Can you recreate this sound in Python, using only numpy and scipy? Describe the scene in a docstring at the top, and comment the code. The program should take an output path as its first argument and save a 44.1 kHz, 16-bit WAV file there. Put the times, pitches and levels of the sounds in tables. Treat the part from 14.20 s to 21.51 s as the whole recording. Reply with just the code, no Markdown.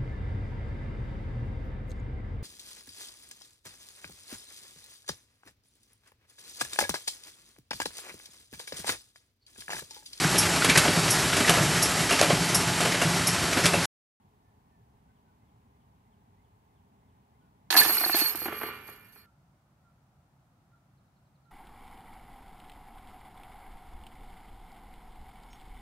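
"""Birds call over distant traffic in a wooded park. At 3.5 s a plastic disc flies into the hanging chains
of a steel basket close by: the links clash and ring, and the pole clangs. The disc knocks its way down
and at 4.2 s lands in the wire tray, which hums on as the chains slip. Just after 5 s the scene changes
abruptly to another quiet spot by the trees, with more bird calls."""
import sys
import numpy as np
from scipy import signal
from scipy.fft import rfft, irfft
from scipy.io import wavfile

SR = 44100
rng = np.random.default_rng(int(sys.argv[2]) if len(sys.argv) > 2 else 0)


def master(y):
    """Save y as 16-bit WAV."""
    cut = np.clip(np.atleast_2d(y).T, -1, 1)
    pcm = np.round(cut * 32767)  # scale
    wavfile.write(sys.argv[1], SR, pcm.astype(np.int16))


N = 322371
TIME = np.arange(N) / SR
HIT_S, LANDING_S, CHANGE_S = 3.504, 4.2, 5.06

# The disc knocks on chains, pole and tray; the last two faint knocks are chains slipping.
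# Each row: start in seconds, slap level in dB, low note's level in dB relative to the slap level.
BASKET_KNOCKS = [(3.507, -22, -13), (3.526, -14, -18), (3.544, -13, -23), (3.553, -10, -19),
                 (3.566, -9, -25), (3.583, -14.5, -24), (3.616, -20, -17), (3.650, -16, -17),
                 (3.659, -18, -10), (3.682, -31, -9), (3.695, -14, -17.5), (3.707, -18, -30),
                 (3.771, -20.5, -16), (3.812, -19, -13.5), (3.838, -15, -37), (3.861, -18, -9),
                 (3.896, -14, -16.5), (3.944, -14.5, -4.5), (3.951, -36, 4), (4.016, -20, -3),
                 (4.148, -27, -4.5), (4.218, -27, -7), (4.257, -20, -4.5), (4.2823, -22, -5.5),
                 (4.3237, -22, -10.5), (4.414, -20.5, -23), (4.434, -21, -9), (4.459, -36, -1),
                 (4.487, -28, -11), (4.687, -33, -15), (4.960, -42.5, -20)]
# The chains surge as the disc drives in, drops through and the strands swing back.
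# Each row: start in seconds, length in seconds, ring level in dB, hard contact level in dB.
CHAIN_SURGES = [(3.501, .02, -35, -32), (3.559, .028, -16.5, -27), (3.636, .29, -26.5, -38),
                (3.948, .045, -27, -34.5), (4.03, .06, -28, -42), (4.147, .11, -37, -52),
                (4.313, .15, -40.5, -58), (4.52, .5, -58, -71), (4.655, .04, -47.5, -62),
                (4.914, .07, -59.5, -70)]
# The tone colour of link striking link. Each row: frequency in Hz, level in dB.
CONTACT_COLOUR = [(100, -44.5), (400, -10), (800, 3), (1500, -3.5), (2500, 2.5), (3400, -3.5), (4800, 2),
                  (6000, -2.5), (7500, -2), (10000, 2.5), (13000, -0.5), (15500, -10)]


def undb(db):
    """Turn decibels into a factor to multiply by."""
    return 10 ** (np.asarray(db) / 20)


def level(x, db):
    """Scale a sound to an average (rms) level in dB."""
    return x * undb(db) / np.sqrt(np.mean(x ** 2))


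def fade(t, t60):
    """A smooth decay that is 60 dB down after the fade time, t60 seconds."""
    return np.exp(-np.log(1000) * t / t60)


def add(track, start_s, sound):
    """Mix a sound into the track at a given time."""
    i = int(start_s * SR)
    track[:, i:i + sound.shape[-1]] += sound[..., :N - i]


def colour(x, points, size=4096):
    """Shape the tone along a curve of (Hz, dB) points; white noise keeps its power."""
    hz, db = np.transpose(points)
    gain = undb(np.interp(np.log(np.fft.rfftfreq(size, 1 / SR) + 1), np.log(hz), db))
    # build the filter so that it never sounds ahead of its input
    cepstrum = irfft(np.log(gain))
    cepstrum[1:size // 2] *= 2
    cepstrum[size // 2 + 1:] = 0
    response = irfft(np.exp(rfft(cepstrum)))
    return signal.fftconvolve(x, response[None] / np.linalg.norm(response), axes=-1)[:, :x.shape[-1]]


def stereo(pair, split_hz):
    """Two unrelated signals become left and right: alike in the bass, unrelated in the treble."""
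    side = signal.sosfilt(signal.butter(2, split_hz, "high", fs=SR, output="sos"), pair[1])
    return np.array([pair[0] + side, pair[0] - side]) / np.sqrt(2)


def tone(t, hz, t60, lead):
    """One fading tone of a struck object; the left channel is ahead by `lead` radians."""
    return np.sin(2 * np.pi * hz * t + np.array([[lead], [0]])) * fade(t, t60)


def from_right(x, shadow_hz=1500, left_db=-3.5, right_db=2.5):
    """The microphone's body shades the treble on the left and lifts it on the right."""
    low = signal.lfilter(*signal.butter(1, shadow_hz, fs=SR), x)
    return low + (x - low) * undb([[left_db], [right_db]])


def traffic_and_leaves(points, db, split_hz, width, sway_db):
    """Distant traffic and leaves: a gently swaying rumble under a thin, steady hiss."""
    air = stereo(rng.standard_normal((2, N)), split_hz) + width * rng.standard_normal((2, N))
    air = level(colour(air, points), db)
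    rumble = signal.lfilter(*signal.butter(1, 300, fs=SR), air)
    sway = np.interp(TIME, np.linspace(0, TIME[-1], 60), rng.standard_normal(60))
    return air + rumble * (undb(sway_db * sway) - 1)


def engine(hz, width_hz, db):
    """A far engine drones on a wavering note, made of a narrow band of noise."""
    band = signal.butter(2, [hz - width_hz / 2, hz + width_hz / 2], "band", fs=SR, output="sos")
    return level(signal.sosfilt(band, rng.standard_normal(N)), db)


def woods():
    """The background at the basket: the traffic lies to the right, so it reaches the left side late."""
    # The tone colour of the woods. Each row: frequency in Hz, level in dB.
    woods_colour = [(15, -50), (25, -15), (48, -4), (112, 0.5), (146, -5), (237, -5.5), (335, -18),
                    (404, -17.5), (558, -21.5), (856, -12), (1030, -16.5), (1280, -27), (1500, -28.5),
                    (5280, -42), (15000, -43.5)]
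    air = traffic_and_leaves(woods_colour, db=-62.5, split_hz=1300, width=.11, sway_db=.7)
    left, right = air + engine(hz=410, width_hz=27, db=-80.5)
    return np.array([np.roll(left, 18), right])


def clearing():
    """The background at the second spot: a little quieter, with a deeper engine."""
    # The tone colour of the clearing. Each row: frequency in Hz, level in dB.
    clearing_colour = [(15, -45), (25, -29), (43, -12), (135, -4.5), (231, -14.5), (344, -21), (383, -23.5),
                       (415, -28.5), (749, -20), (1090, -26.5), (1350, -26), (1630, -33.5), (1860, -34.5),
                       (2930, -40.5), (15000, -48)]
    air = traffic_and_leaves(clearing_colour, db=-65, split_hz=1000, width=.14, sway_db=.8)
    return air + engine(hz=137.2, width_hz=9.8, db=-72.5)


def birds(waver=0.017, scatter_db=2, echo_db=-3, echo_t60=0.46):
    """Far birds whistle gliding notes, no two alike, smeared by echoes from the trees."""
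    # Single notes. Each row: start and length in seconds, first and last pitch in Hz, level in dB.
    notes = [(0.23, 0.1, 1800, 1730, -79.5), (0.488, 0.14, 1830, 1700, -79.5),
             (0.879, 0.047, 1510, 1540, -77), (1.05, 0.065, 1540, 1480, -80),
             (3.187, 0.11, 1485, 1440, -79), (5.035, 0.062, 1442, 1321, -66),
             (5.639, 0.0707, 1408, 1330, -67), (6.513, 0.058, 1387, 1364, -67),
             (7.246, 0.072, 1375, 1360, -70)]
    # Repeated notes. Each row: start, stop, spacing and note length in seconds,
    # first and last pitch in Hz, level in dB.
    songs = [(.88, 3.5, .321, .055, 1920, 2200, -80), (.95, 3.3, .321, .042, 3700, 2650, -81.5),
             (6.77, 7.3, .093, .03, 4650, 3600, -82)]
    out = np.zeros((2, N))
    repeats = [(s, *note) for start, stop, step, *note in songs for s in np.arange(start, stop, step)]
    for s, length, start_hz, end_hz, db in notes + repeats:
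        progress = np.linspace(0, 1, int(length * SR))
        wobble = np.interp(progress, np.linspace(0, 1, 20), rng.standard_normal(20))
        flutter = np.interp(progress, np.linspace(0, 1, 20), rng.standard_normal(20))
        hz = (start_hz + (end_hz - start_hz) * progress) * (1 + waver * wobble)
        loudness = undb(db + scatter_db * (flutter + rng.standard_normal() / 2))
        add(out, s, loudness * np.sin(np.pi * progress) * np.sin(2 * np.pi * np.cumsum(hz) / SR))
    trees = rng.standard_normal((2, SR // 2)) * fade(TIME[:SR // 2], echo_t60)
    echo = signal.fftconvolve(out, trees / np.linalg.norm(trees[0]), axes=-1)[:, :N]
    return out + undb(echo_db) * echo


def tray(jangle, hanging_db=-47.5, landed_db=-19, tug_db=-4, wash_db=-5, wash_t60=1.0, beat_hz=8):
    """The wire tray stores energy from knocks and tugging chains and gives it off as a pulsing hum."""
    # The tray's main tones. 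Each row: pitch in Hz, level in dB, fade time in seconds.
    tray_tones = [(236, -3.5, .6), (404, -0.5, .6), (435, 0, .6), (509, -5, 0.59), (1028, -8.5, 0.83),
                  (1179, 3.5, 0.7), (1300, -3, 0.54), (1346, -2, 0.96), (1439, -4.5, 1.1),
                  (1500, -7.5, 1.2), (1750, -13.5, 2.8), (1880, -4.5, 1.1), (2093, -5.5, .9),
                  (2266, -7.5, 1.3), (2246, -4.5, 0.96), (2377, -0.5, 1.2), (2420, -10, .85),
                  (2815, -7, 1.2), (2885, -4, .7), (2980, -12.5, 1.4), (3260, -6, 0.62), (3620, -18, 0.77),
                  (4670, -16.5, 1)]
    # Its many weaker tones blur into a wash of noise. Each row: frequency in Hz, level in dB.
    wash_colour = [(30, -25.5), (70, 5), (200, 1), (400, 3.5), (520, 1), (700, -4.5), (900, 3.5),
                   (1350, 3.5), (2200, 2), (3000, -6.5), (3700, -12), (4600, -18.5), (6000, -27),
                   (12000, -42.5)]
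    start, t = int(HIT_S * SR), TIME[:2 * SR]
    energy_in = (undb(tug_db) * jangle[0, start:start + len(t)]) ** 2 / SR
    for s, db, _ in BASKET_KNOCKS:
        shake_db = hanging_db if s < LANDING_S else landed_db  # weak while the disc is in the chains
        energy_in[max(int(s * SR) - start, 0)] += undb(db + shake_db) ** 2

    def swing(t60):
        """How strongly a tone swings as its stored energy drains away."""
        return np.sqrt(signal.lfilter([1], [1, -fade(2 / SR, t60)], energy_in))

    wash = colour(stereo(rng.standard_normal((2, len(t))), 2000), wash_colour)
    ring = level(wash, wash_db) * swing(wash_t60)
    total = np.linalg.norm([undb(db) for _, db, _ in tray_tones])
    for hz, db, t60 in tray_tones:
        detune, lead, offset = rng.standard_normal(3)
        phase = 2 * np.pi * hz * t + np.array([[lead * hz / 2500], [0]])
        # a slightly mistuned twin makes each tone pulse
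        twin = 0.39 * np.sin(phase + 2 * np.pi * (beat_hz * detune * t + offset))
        ring += undb(db) / total * swing(t60) * (np.sin(phase) + twin)
    out = np.zeros((2, N))
    add(out, HIT_S, ring)
    return out


def pole(jangle, chatter=.9, chatter_t60=0.037, rattle_db=-49, rattle_t60=.2):
    """Chains hit the steel pole and chatter along it; it answers with two tones."""
    # Chains whip the pole. Each row: start in seconds, low tone's level in dB, high tone's level in dB.
    clangs = [(3.504, -25, -21), (3.525, -23.5, -30), (3.552, -19.5, -56), (3.567, -27.5, -11.5),
              (3.589, -41, -10), (3.61, -14.5, -22.5), (3.661, -26.5, -25), (3.688, -45, -23.5),
              (3.779, -44, -18), (3.842, -31, -18), (3.851, -32.5, -20), (3.93, -31.5, -18),
              (3.951, -30, -26), (4.012, -37, -21), (4.059, -29.5, -23.5), (4.096, -51, -26.5),
              (4.181, -43, -40), (4.49, -59, -43)]
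    # The pole's tones. Each row: pitch in Hz, fade time in seconds, left channel's lead in radians.
    pole_tones = [(1733, .065, .2), (4377, .095, 2.95)]
    out, t = np.zeros((2, N)), TIME[:SR // 4]
    for s, *levels_db in clangs:
        for db, (hz, t60, lead) in zip(levels_db, pole_tones):
            touches = rng.standard_normal(len(t)) * (rng.random(len(t)) < .02) * fade(t, chatter_t60)
            push = chatter * touches / np.linalg.norm(touches)
            push[0] += .7  # the first blow
            pitch = hz * (1 + 0.0042 * rng.standard_normal())
            ring = signal.fftconvolve(push[None], tone(t, pitch, t60, lead), axes=-1)[:, :len(t)]
            add(out, s, undb(db) * ring / np.abs(ring).max())
    # the rattling chains keep the high tone shimmering
    hz, _, lead = pole_tones[-1]
    rattle = np.abs(jangle[1]) * rng.standard_normal(N)
    shimmer = signal.fftconvolve(rattle[None], tone(t, hz, rattle_t60, lead), axes=-1)[:, :N]
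    return out + level(shimmer, rattle_db)


def rim_clacks(clack_db=4, t60=0.025):
    """The landed disc's rim strikes bare wire with a hard clack; the two chain slips clack faintly too."""
    # The tone colour of the rim on wire. Each row: frequency in Hz, level in dB.
    clack_colour = [(100, -33), (480, 31), (1300, -11), (2200, 17), (3500, -14.5), (9000, -36)]
    out, t = np.zeros((2, N)), TIME[:SR // 20]
    for s, db, _ in BASKET_KNOCKS:
        if s > LANDING_S:
            burst = rng.standard_normal((2, len(t))) * fade(t, t60)
            add(out, s, undb(db + clack_db) * burst / np.linalg.norm(burst[0]))
    return colour(stereo(out, 2000), clack_colour)


def disc(slap_db=5.5, flex_db=2, rebound_s=0.0037, scrape=0.17, scrape_t60=0.015):
    """Each knock is a sharp slap, a rebound and a short scrape; the plastic flexes with a hollow note."""
    # The flexing disc's tones. 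Each row: pitch in Hz, level in dB, fade time in seconds.
    disc_tones = [(268, -7.5, 0.022), (342, 1, 0.042), (726, -11, 0.065)]
    # The tone colour of plastic on steel. Each row: frequency in Hz, level in dB.
    slap_colour = [(30, -59), (70, -25.5), (160, -26), (300, -1), (500, -10.5), (750, 5), (1100, 0.5),
                   (1600, 1), (2400, -6.5), (4000, -32), (9000, -41.5)]
    slaps, flexing = np.zeros((2, 2, N))
    t = TIME[:SR // 8]
    bend = 1 - np.exp(-t / 0.0024)  # the disc takes a moment to give way
    for s, db, low_db in BASKET_KNOCKS:  # the two chain slips use the same sound, faintly
        push = scrape * rng.standard_normal((2, len(t))) * fade(t, scrape_t60)
        rebound_at = int(rebound_s * SR * (.5 + rng.random()))
        push[0, [0, rebound_at]] += 2  # the slap and an equally hard rebound
        add(slaps, s, undb(db + slap_db) * push)
        for hz, tone_db, t60 in disc_tones:
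            pitch = hz * (1 + .045 * rng.standard_normal())  # depends on where the chains hold the disc
            add(flexing, s, undb(db + low_db + flex_db + tone_db) * bend * tone(t, pitch, t60, 0))
    # so small a disc gives off little bass
    flexing = signal.sosfilt(signal.butter(3, 190, "high", fs=SR, output="sos"), flexing)
    return colour(stereo(slaps, 1700), slap_colour) + flexing


def crunch(t60=0.075, grit=.6):
    """Links squeezed under the disc cannot ring; they grind in a short, gritty burst."""
    # The disc crushes strands together. Each row: start in seconds, level in dB.
    crunches = [(3.505, -22.5), (3.525, -25), (3.567, -17.5), (3.577, -21), (3.613, -30), (3.634, -27),
                (3.652, -27.5), (3.944, -29.5), (4.059, -52)]
    # The tone colour of squeezed links. Each row: frequency in Hz, level in dB.
    crunch_colour = [(500, -19), (1500, -7), (2600, -1), (3300, 1), (4100, 1.5), (5200, -6.5), (6400, -5),
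                     (8000, -23.5), (15000, -19)]
    out, t = np.zeros((2, N)), TIME[:SR // 8]
    for s, db in crunches:
        grains = rng.standard_normal((2, len(t))) * np.exp(grit * rng.standard_normal(len(t)))
        add(out, s, level(grains, db) * fade(t, t60))
    return colour(stereo(out, 2000), crunch_colour)


def link(t, uneven_db=4):
    """One steel link rings, tuned a little differently from all the others."""
    # A link's tones. Each row: pitch in Hz, spread between links as a share of the pitch,
    # level in dB, fade time in seconds, left channel's lead in radians.
    link_tones = [(1768, .055, -24.5, .085, .2), (4424, .02, -14, .07, 3.3), (9120, .016, -8.5, .08, 3.4),
                  (11700, .0033, 1, .16, 5.9), (11560, .016, -3, .09, 3.6), (12070, .03, -5.5, .07, 5.8),
                  (12750, .007, -1.5, .12, 7.0), (14000, .012, -12, .08, 7.6)]
    ring = 0
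    for hz, spread, db, t60, lead in link_tones:
        detune, strength, place = rng.standard_normal(3)
        pitch = hz * (1 + spread * detune)
        ring += undb(db + uneven_db * strength) * tone(t, pitch, t60, lead + place * hz / 10000)
    return ring / np.linalg.norm(ring[1])


def clink(t, count=10, t60=0.0881):
    """A link leaning on its neighbours has a few more pitches of its own, from low to very high."""
    pitches = 700 + 14800 * ((np.arange(count) + rng.random(count)) / count) ** 1.3
    ring = 0
    for hz in pitches:
        strength = hz ** .1 * (0.53 + rng.random())
        ring += strength * tone(t, hz, t60 * (.5 + rng.random()), rng.standard_normal() * hz / 2500)
    return ring / np.linalg.norm(ring[1])


def strand_snaps(t60=0.071, clink_share=.6, tick_share=.5, tick_t60=0.00406):
    """A whole strand snaps tight with a tick: several links ring at once and damp each other."""
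    # The hardest single clashes. Each row: start in seconds, peak level in dB.
    snaps = [(3.541, -11.5), (3.579, -11), (3.608, -10.5), (3.660, -23.5), (3.680, -15.5), (3.713, -20),
             (3.807, -16.5), (3.957, -15.5), (4.157, -16.5), (4.223, -32), (4.261, -24), (4.352, -32.5),
             (4.400, -32), (4.589, -41), (4.636, -42.5), (4.680, -35), (4.925, -46)]
    out, t = np.zeros((2, N)), TIME[:SR // 12]
    for s, db in snaps:
        tick = colour(rng.standard_normal((2, len(t))) * fade(t, tick_t60), CONTACT_COLOUR)
        ring = (sum(link(t) for _ in range(3)) + clink_share * clink(t)) * fade(t, t60)
        snap = ring + tick_share * tick / np.linalg.norm(tick)
        add(out, s, snap * undb(db) / np.abs(snap).max())
    return out


def surge_level(levels_db, rise_s, sag_db_per_s, release_t60):
    """The chains' level over time in dB: each surge rises, sags and dies away, and their powers add."""
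    power, age = np.full((1, N), 1e-12), TIME[:SR]
    for (s, length, *_), db in zip(CHAIN_SURGES, levels_db):
        rise = np.minimum(age / rise_s, 1)
        release = fade(np.maximum(age - length, 0), release_t60)
        add(power, s, (rise * undb(db - sag_db_per_s * age) * release) ** 2)
    return 10 * np.log10(power[0])


def chains(count=1100, scatter_db=5.0, ring_db=1.5, contact_db=4.0, tick_t60=0.0095):
    """Links clash at random, more often and harder in each surge; each clash ticks, clinks and rings."""
    _, _, ring_surges_db, contact_surges_db = np.transpose(CHAIN_SURGES)
    ring_level = surge_level(ring_surges_db, rise_s=.012, sag_db_per_s=17, release_t60=.18)
    contact_level = surge_level(contact_surges_db, rise_s=.006, sag_db_per_s=14, release_t60=.38)
    t = TIME[:SR // 9]
    links = [(link(t), clink(t)) for _ in range(72)]
    rate = undb(.35 * contact_level) * (TIME > HIT_S) * (TIME < CHANGE_S)
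    rate *= count / rate.sum()  # clashes per sample
    times = np.interp(np.arange(count) + rng.random(count), np.cumsum(rate), TIME)
    sizes = level(undb(scatter_db * np.clip(rng.standard_normal(count), -2, 2)), 0)
    rings, contacts = np.zeros((2, 2, N))
    tick_fade = fade(t, tick_t60)
    for s, size in zip(times, sizes):
        now = int(s * SR)
        # a clash carries the energy of the average gap between clashes at that moment
        strength = rng.choice([-1, 1]) * size / np.sqrt(max(rate[now], 1 / SR))
        ring, clinking = links[rng.integers(len(links))]
        tick = rng.standard_normal(len(t)) * tick_fade / np.linalg.norm(tick_fade)
        contact = .93 * clinking + .36 * np.array([tick, np.roll(tick, rng.integers(6))])
        add(rings, s, ring * strength * undb(ring_db + ring_level[now]))
        add(contacts, s, contact * strength * undb(contact_db + contact_level[now]))
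    return rings + colour(contacts, CONTACT_COLOUR)


def scene():
    """The disc hits the basket in the woods, then the clearing takes over; birds call in both."""
    jangle = chains() + strand_snaps()
    basket = from_right(jangle + crunch() + pole(jangle) + disc() + rim_clacks() + tray(jangle))
    return np.where(TIME < CHANGE_S, basket + woods(), clearing()) + birds()


def record(dry, bass_hz=45, top_hz=15550):
    """The recorder thins the deepest bass, rounds the highest peaks and cuts the top treble."""
    thin = signal.sosfilt(signal.butter(3, bass_hz, "high", fs=SR, output="sos"), dry)
    return signal.sosfilt(signal.ellip(8, .2, 70, top_hz, fs=SR, output="sos"), np.tanh(thin))


dry = scene()
out = record(dry)
master(out)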